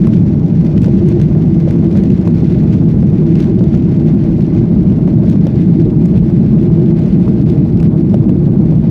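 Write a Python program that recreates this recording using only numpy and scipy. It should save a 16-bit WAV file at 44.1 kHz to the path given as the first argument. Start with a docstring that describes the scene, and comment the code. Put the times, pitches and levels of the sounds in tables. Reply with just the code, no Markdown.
"""A deep, fluttering rumble under a hiss of air: an airliner's takeoff roll from a window seat behind the wing.
Exhaust and wheel noise is filtered noise shaped by cabin resonances, with one resonance ringing as a sine.
The air is trembling noise; loose plastic trim chatters, rattles and ticks in short bursts of noise.
Knocks are damped sines with a noisy clack; a fast limiter holds the loud rumble at full scale."""
import sys
import numpy as np
from scipy import signal
from scipy.fft import rfft, irfft, next_fast_len
from scipy.io import wavfile
from scipy.ndimage import uniform_filter1d, minimum_filter1d, map_coordinates

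SR = 44100
rng = np.random.default_rng(int(sys.argv[2]) if len(sys.argv) > 2 else 0)


def generate_wav(signal):
    """Clip the signal to [-1, 1] and save it as 16-bit WAV at the path in sys.argv[1]."""
    frames = np.transpose(np.atleast_2d(signal))
    scaled = np.clip(frames, -1, 1) * 32767
    pcm = np.round(scaled).astype(np.int16)
    wavfile.write(sys.argv[1], SR, pcm)


N = 392490
TOP_HZ = 15600  # upper band limit

# contact between trim panels: freq_hz, density_db (per Hz)
PLASTIC_SPECTRUM = [(400, -21.5), (1200, 4), (2600, 6), (3700, 0.5), (5300, -3), (6200, -5), (7600, -14),
                    (9500, -19.5), (15000, -26.5)]
# shaking of the cabin by airflow and runway: time_s, hiss_db, fizz_db (before each layer's trim)
SHAKE_LEVELS = [(0.0, -45, -67.5), (0.19, -50.5, -68.5), (0.34, -50, -72.5), (1.13, -48.5, -69.5),
                (1.43, -49, -72.5), (2.0, -47, -66.5), (2.59, -47, -69), (2.86, -50.5, -69.5),
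                (3.35, -47.5, -71.5), (4.49, -48.5, -70.5), (4.98, -51, -72.5), (5.47, -47, -69.5),
                (6.01, -50, -66), (6.46, -48, -69), (7.64, -48, -65.5), (7.81, -50, -69.5),
                (8.23, -52.5, -69), (8.85, -50, -69)]


def amp(db):
    """Decibels to gain."""
    return 10 ** (np.asarray(db) / 20)


def unit(x):
    """x at rms 1."""
    return x / np.sqrt(np.mean(x ** 2) + 1e-20)


def along(points, hz):
    """(Hz, value) points interpolated on a log frequency axis."""
    point_hz, values = np.transpose(points)
    return np.interp(np.log(hz + 1), np.log(point_hz), values)


def curves(rows):
    """One value per sample for each column after the time."""
    time_s, *columns = np.transpose(rows)
    return [np.interp(np.arange(N) / SR, time_s, column) for column in columns]


def wobble(rate_hz):
    """Smooth random curve with rate_hz knots a second."""
    knots = rng.standard_normal(int(N * rate_hz / SR) + 4)
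    return map_coordinates(knots, [np.arange(N) * rate_hz / SR], mode="nearest")


def filtered(x, response):
    """x filtered by a function of frequency."""
    size = next_fast_len(len(x) + 8192)  # padded for the filter's tail
    spectrum = rfft(x, size) * response(np.fft.rfftfreq(size, 1 / SR))
    return irfft(spectrum, size)[:len(x)]


def noise(response):
    """Noise of rms 1 with the given response."""
    return unit(filtered(rng.standard_normal(N), response))


def add(track, start_s, sound):
    """Mix a sound into the track at start_s."""
    part = track[max(round(start_s * SR), 0):][:len(sound)]
    part += sound[:len(part)]


def in_cabin(spectrum, hz):
    """Gain of a spectrum lifted by the cabin and panel resonances."""
    # centre_hz, width_hz (full, at half the dB lift), lift_db
    resonances = [(101, 28, 2.5), (129, 5.3, 1.5), (158, 18, 2.5), (334, 66, 2.5), (438.7, 65, 4.5),
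                  (619, 77, 6.5), (800, 31, 5.5), (1517, 180, 4.5), (2050, 290, 0.5), (2500, 91, 2),
                  (2870, 140, 0.5), (3000, 97, 1), (3500, 150, 2)]
    lift_db = sum(db * 2 ** -(2 * (hz - centre) / width) ** 2 for centre, width, db in resonances)
    return amp(along(spectrum, hz) + lift_db)


def near_walls(x):
    """Quick echoes from hard surfaces close by comb the sound."""
    # window pane, wall and seat back: delay_s, level_db
    echoes = [(.0029, -21), (.0063, -19), (.0104, -19), (.0141, -22)]
    return filtered(x, lambda hz: 1 + sum(
        amp(db) * np.exp(-2j * np.pi * hz * delay_s) for delay_s, db in echoes))


def air(jolts, air_db=-0.5, sheen_db=-14, sheen_fade_db_per_s=0.9, fizz_db=-3, tremble_db=1.7, jolt_db=1.5):
    """Hiss of the airflow, trembling with the airframe, with a fading sheen and a fine fizz on top."""
    # air along the skin and from the vents: freq_hz, density_db (per Hz)
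    air_spectrum = [(300, -22.5), (900, 0.5), (1300, -2.5), (2100, 3.5), (3100, -6), (4500, -6.5),
                    (5200, -12), (6000, -23.5), (7400, -40), (15000, -57.5)]
    sheen_spectrum = [(4400, -37), (5400, 3.0), (6100, 0.0), (6900, -4), (7600, -17.0), (9000, -46.0)]
    fizz_spectrum = [(5000, -24.5), (7400, 1.5), (8700, 4.0), (11000, -4.5), (15000, -8.0)]
    hiss_level_db, fizz_level_db = curves(SHAKE_LEVELS)
    sheen_level_db = hiss_level_db - sheen_fade_db_per_s * np.arange(N) / SR
    hiss = amp(hiss_level_db + air_db) * noise(lambda hz: in_cabin(air_spectrum, hz))
    sheen = amp(sheen_level_db + sheen_db) * noise(lambda hz: amp(along(sheen_spectrum, hz)))
    fizz_noise = noise(lambda hz: amp(along(fizz_spectrum, hz)) * (hz < TOP_HZ))
    fizz = amp(fizz_level_db + fizz_db) * fizz_noise
    return (hiss + sheen + fizz) * amp(tremble_db * wobble(45) + jolt_db * jolts)


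def contact_noise(contacts, t60_s):
    """White noise set off by each contact, falling 60 dB in t60_s."""
    t = np.arange(SR // 20) / SR
    energy = np.abs(signal.fftconvolve(contacts ** 2, amp(-60 * t / t60_s) ** 2)[:N])
    return np.sqrt(energy) * rng.standard_normal(N)


def buzz(rate_hz, range_db=24, clump_db=4, t60_s=0.0071):
    """Trim panels buzz against each other: many tiny contacts of uneven strength, in bunches; rms 1."""
    play = np.tanh(wobble(45))  # the panels have only so much play
    contacts = (rng.random(N) < rate_hz / SR) * amp(-range_db * rng.random(N) + clump_db * play)
    return unit(filtered(contact_noise(contacts, t60_s), lambda hz: in_cabin(PLASTIC_SPECTRUM, hz)))


def chatter(jolts, chatter_db=-7, jolt_db=1.5):
    """Steady trim buzz whose level follows the shaking and the runway's small jolts."""
    level_db, _ = curves(SHAKE_LEVELS)
    return amp(level_db + chatter_db + jolt_db * jolts) * buzz(rate_hz=380)


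def rattles(rattle_db=-2.5):
    """A hard jolt sets the loose trim buzzing more densely in a burst that swells and dies."""
    # peak_s, length_s (peak to e^-2 in amplitude), level_db (before trim)
    bursts = [(0.163, 0.092, -43.5), (0.668, .08, -45.5), (0.774, 0.017, -41.5), (0.846, .06, -42.5),
              (0.971, .04, -43.5), (1.097, .07, -46.5), (1.225, 0.036, -43.5), (1.71, .06, -46.5),
              (2.083, .11, -48), (2.434, 0.037, -44.5), (2.513, .06, -44), (2.738, .08, -45),
              (3.175, .04, -46.5), (3.395, 0.074, -40.5), (3.746, 0.032, -44), (3.92, .07, -45),
              (4.086, .05, -45.5), (4.41, 0.051, -48), (4.562, 0.054, -46.5), (4.902, .05, -46),
              (5.32, .07, -44), (6.175, 0.055, -46), (7.06, 0.089, -45.5), (7.393, .05, -47),
              (7.493, 0.036, -47)]
    t = np.arange(N) / SR
    swell = sum(amp(db) * np.exp(-2 * ((t - peak_s) / length_s) ** 2) for peak_s, length_s, db in bursts)
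    return amp(rattle_db) * swell * buzz(rate_hz=900)


def crackle(jolts, rate_hz=45, range_db=12, jolt_db=2, t60_s=.008, crackle_db=-10):
    """Single sharp contacts of small loose parts, stronger on the jolts."""
    # small hard contact: freq_hz, density_db (per Hz)
    contact_spectrum = [(500, -8.5), (2200, 3), (5500, -3), (8000, -13.5), (15000, -20.5)]
    level_db, _ = curves(SHAKE_LEVELS)
    contacts = (rng.random(N) < rate_hz / SR) * amp(-range_db * rng.random(N) + jolt_db * jolts)
    sharp = filtered(contact_noise(contacts, t60_s), lambda hz: amp(along(contact_spectrum, hz)))
    return amp(level_db + crackle_db) * unit(sharp)


def ticks(build_s=.002, fall_s=0.0011, rub=.08, rub_width_s=0.0046, tick_db=-2.0, snap_db=9):
    """A panel edge rubs, then slips with a bright snap."""
    # start_s, body_db, snap_db (levels before trim)
    slips = [(0.069, -41, -47.5), (0.1687, -30, -62.5), (0.646, -31.5, -60), (0.778, -29.5, -55.5),
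             (0.817, -35, -45.5), (0.83, -30.5, -50), (0.8424, -26, -53.5), (0.858, -34.5, -48),
             (1.0855, -29, -43), (1.198, -38, -56.5), (1.2142, -27, -46.5), (1.707, -27.5, -50.5),
             (1.9713, -30.5, -43.5), (2.0356, -29, -52), (2.1015, -29.5, -54.5), (2.2745, -27.5, -48),
             (2.5229, -33, -60), (2.7399, -32, -60), (3.3532, -26.5, -53.5), (3.4013, -26.5, -49.5),
             (3.4263, -28, -53.5), (3.4412, -27.5, -53.5), (3.639, -32, -57), (3.741, -34, -63.5),
             (4.4056, -31, -57), (5.297, -30, -47), (5.312, -28.5, -48.5), (5.4671, -29, -49),
             (6.055, -35, -47.5), (6.1755, -33, -53.5), (7.498, -30, -55), (7.8005, -29.5, -52.5),
             (7.8271, -28.5, -45), (8.1413, -29, -48), (8.2908, -35.5, -58)]
    # bright edge of a tick: freq_hz, density_db (per Hz)
    snap_spectrum = [(2000, -6.5), (6000, 3.5), (9000, -2), (15000, -8.5)]
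    body, snap = np.zeros(N), np.zeros(N)
    t = np.arange(-SR // 50, SR // 50) / SR
    slip = np.exp(np.where(t < 0, 4 * t, -t) / fall_s)  # rises four times faster than it falls
    rubbing = rub * np.exp(-np.abs(t) / rub_width_s)
    for start_s, body_db, bright_db in slips:
        add(body, start_s + build_s + t[0], amp(body_db + tick_db) * (slip + rubbing))
        add(snap, start_s + build_s + t[0], amp(bright_db + snap_db) * slip)
    bright = noise(lambda hz: amp(along(snap_spectrum, hz)) * (hz < TOP_HZ))
    return body * noise(lambda hz: in_cabin(PLASTIC_SPECTRUM, hz)) + snap * bright


def knocks(t60_s=0.023, clack_db=6):
    """Bumps throw the cabin fittings against their stops: one damped note and a dry clack each."""
    # start_s, note_peak_db, pitch_hz, clack_db (before trim)
    hits = [(0.07, -17, 568, -27), (0.88, -15, 490, -40), (1.199, -19, 480, -36), (1.349, -19, 482, -33),
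            (1.675, -11, 530, -43), (1.954, -19, 552, -35), (1.972, -18, 600, -40), (2.273, -18, 595, -34),
            (3.027, -14, 490, -34), (3.608, -14, 498, -39), (3.74, -16, 471, -31), (5.076, -21, 544, -31),
            (5.356, -19, 470, -36), (5.466, -12, 520, -40), (7.278, -21, 479, -33),
            (8.1415, -9.5, 585, -35), (8.293, -20, 501, -30), (8.722, -17, 565, -43)]
    # fitting hitting its stop: freq_hz, density_db (per Hz)
    clack_spectrum = [(400, -2.5), (850, 8), (1300, -1), (2500, -15), (6000, -28), (15000, -42)]
    notes, clack = np.zeros(N), np.zeros(N)
    t = np.arange(SR // 10) / SR
    onset = 1 - np.exp(-(t / .0014) ** 2)
    burst = onset * amp(-60 * t / .012)  # 12 ms t60
    for start_s, note_db, pitch_hz, hard_db in hits:
        note = onset * amp(-60 * t / t60_s) * np.sin(2 * np.pi * pitch_hz * t)
        add(notes, start_s, amp(note_db) * note / np.abs(note).max())
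        add(clack, start_s, amp(hard_db + clack_db) * burst / burst.max())
    return notes + clack * noise(lambda hz: amp(along(clack_spectrum, hz)))


def drone(pitch_hz=337, drone_db=-0.5, swell_db=4.5):
    """The exhaust keeps one cabin resonance ringing: a sine that swells, flutters and drifts in pitch."""
    # slow swells: time_s, level_db (before trim and flutter)
    swells = [(0, -20.5), (.3, -28), (.8, -27.5), (1.17, -15.5), (1.35, -25), (1.95, -20), (2.48, -20),
              (2.62, -25.5), (3.4, -19.5), (4.0, -24), (5.68, -29), (5.8, -15), (5.92, -22), (6.45, -25),
              (6.93, -16), (7.25, -26), (7.9, -23.5), (8.85, -28.5)]
    level_db, = curves(swells)
    drift_hz = 17 * wobble(40)
    phase = 2 * np.pi * np.cumsum(pitch_hz + drift_hz) / SR
    return amp(level_db + drone_db + swell_db * np.tanh(wobble(20))) * unit(np.sin(phase))


def engines(split_hz=430, boom_db=-7.5, roar_db=-30.5, buffet_db=1.17, flutter_db=1.74):
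    """Turbulent exhaust at steady thrust: a deep boom, and above it a roar fluttering with the jet's eddies."""
    # exhaust and wheel noise through the fuselage: freq_hz, density_db (per Hz)
    exhaust_spectrum = [(20, -27), (33, -30), (52, -11.5), (80, -12.5), (125, -5.5), (165, 0), (210, -2.5),
                        (270, -11.5), (345, -15), (400, -24.5), (540, -33.5), (730, -39), (1250, -51.5),
                        (2500, -85)]

    def low_share(hz):
        """Share of the power below the split."""
        return 1 / (1 + (hz / split_hz) ** 16)

    boom = noise(lambda hz: in_cabin(exhaust_spectrum, hz) * np.sqrt(low_share(hz)))
    roar = noise(lambda hz: in_cabin(exhaust_spectrum, hz) * np.sqrt(1 - low_share(hz)))
    boom_gain = amp(boom_db + buffet_db * wobble(16))
    roar_gain = amp(roar_db + flutter_db * wobble(50))
    return boom_gain * boom + roar_gain * roar


def scene():
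    """Everything that reaches the window seat; the same runway jolts stir the hiss and the trim."""
    jolts = np.tanh(wobble(40))
    rumble = engines() + drone()
    echoed = near_walls(air(jolts) + chatter(jolts) + rattles())
    return (rumble + echoed + crackle(jolts) + ticks() + knocks())[None]


def limiter(x, hold_s=0.0011, ramp_s=0.0073):
    """Gain ducks smoothly just ahead of each peak that would pass full scale."""
    needed = 1 / np.maximum(np.abs(x), 1)
    width = max(int(ramp_s * SR), 1)
    gain = minimum_filter1d(needed, 2 * width + max(int(hold_s * SR), 1))
    return x * uniform_filter1d(uniform_filter1d(gain, width), width)


def record(dry):
    """Fade in over 2 ms, limit the peaks and cut everything from TOP_HZ up."""
    ease_in = np.minimum(np.arange(N) / (.002 * SR), 1)
    return filtered(limiter(dry[0] * ease_in), lambda hz: hz < TOP_HZ)[None]


dry = scene()
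out = record(dry)
generate_wav(out)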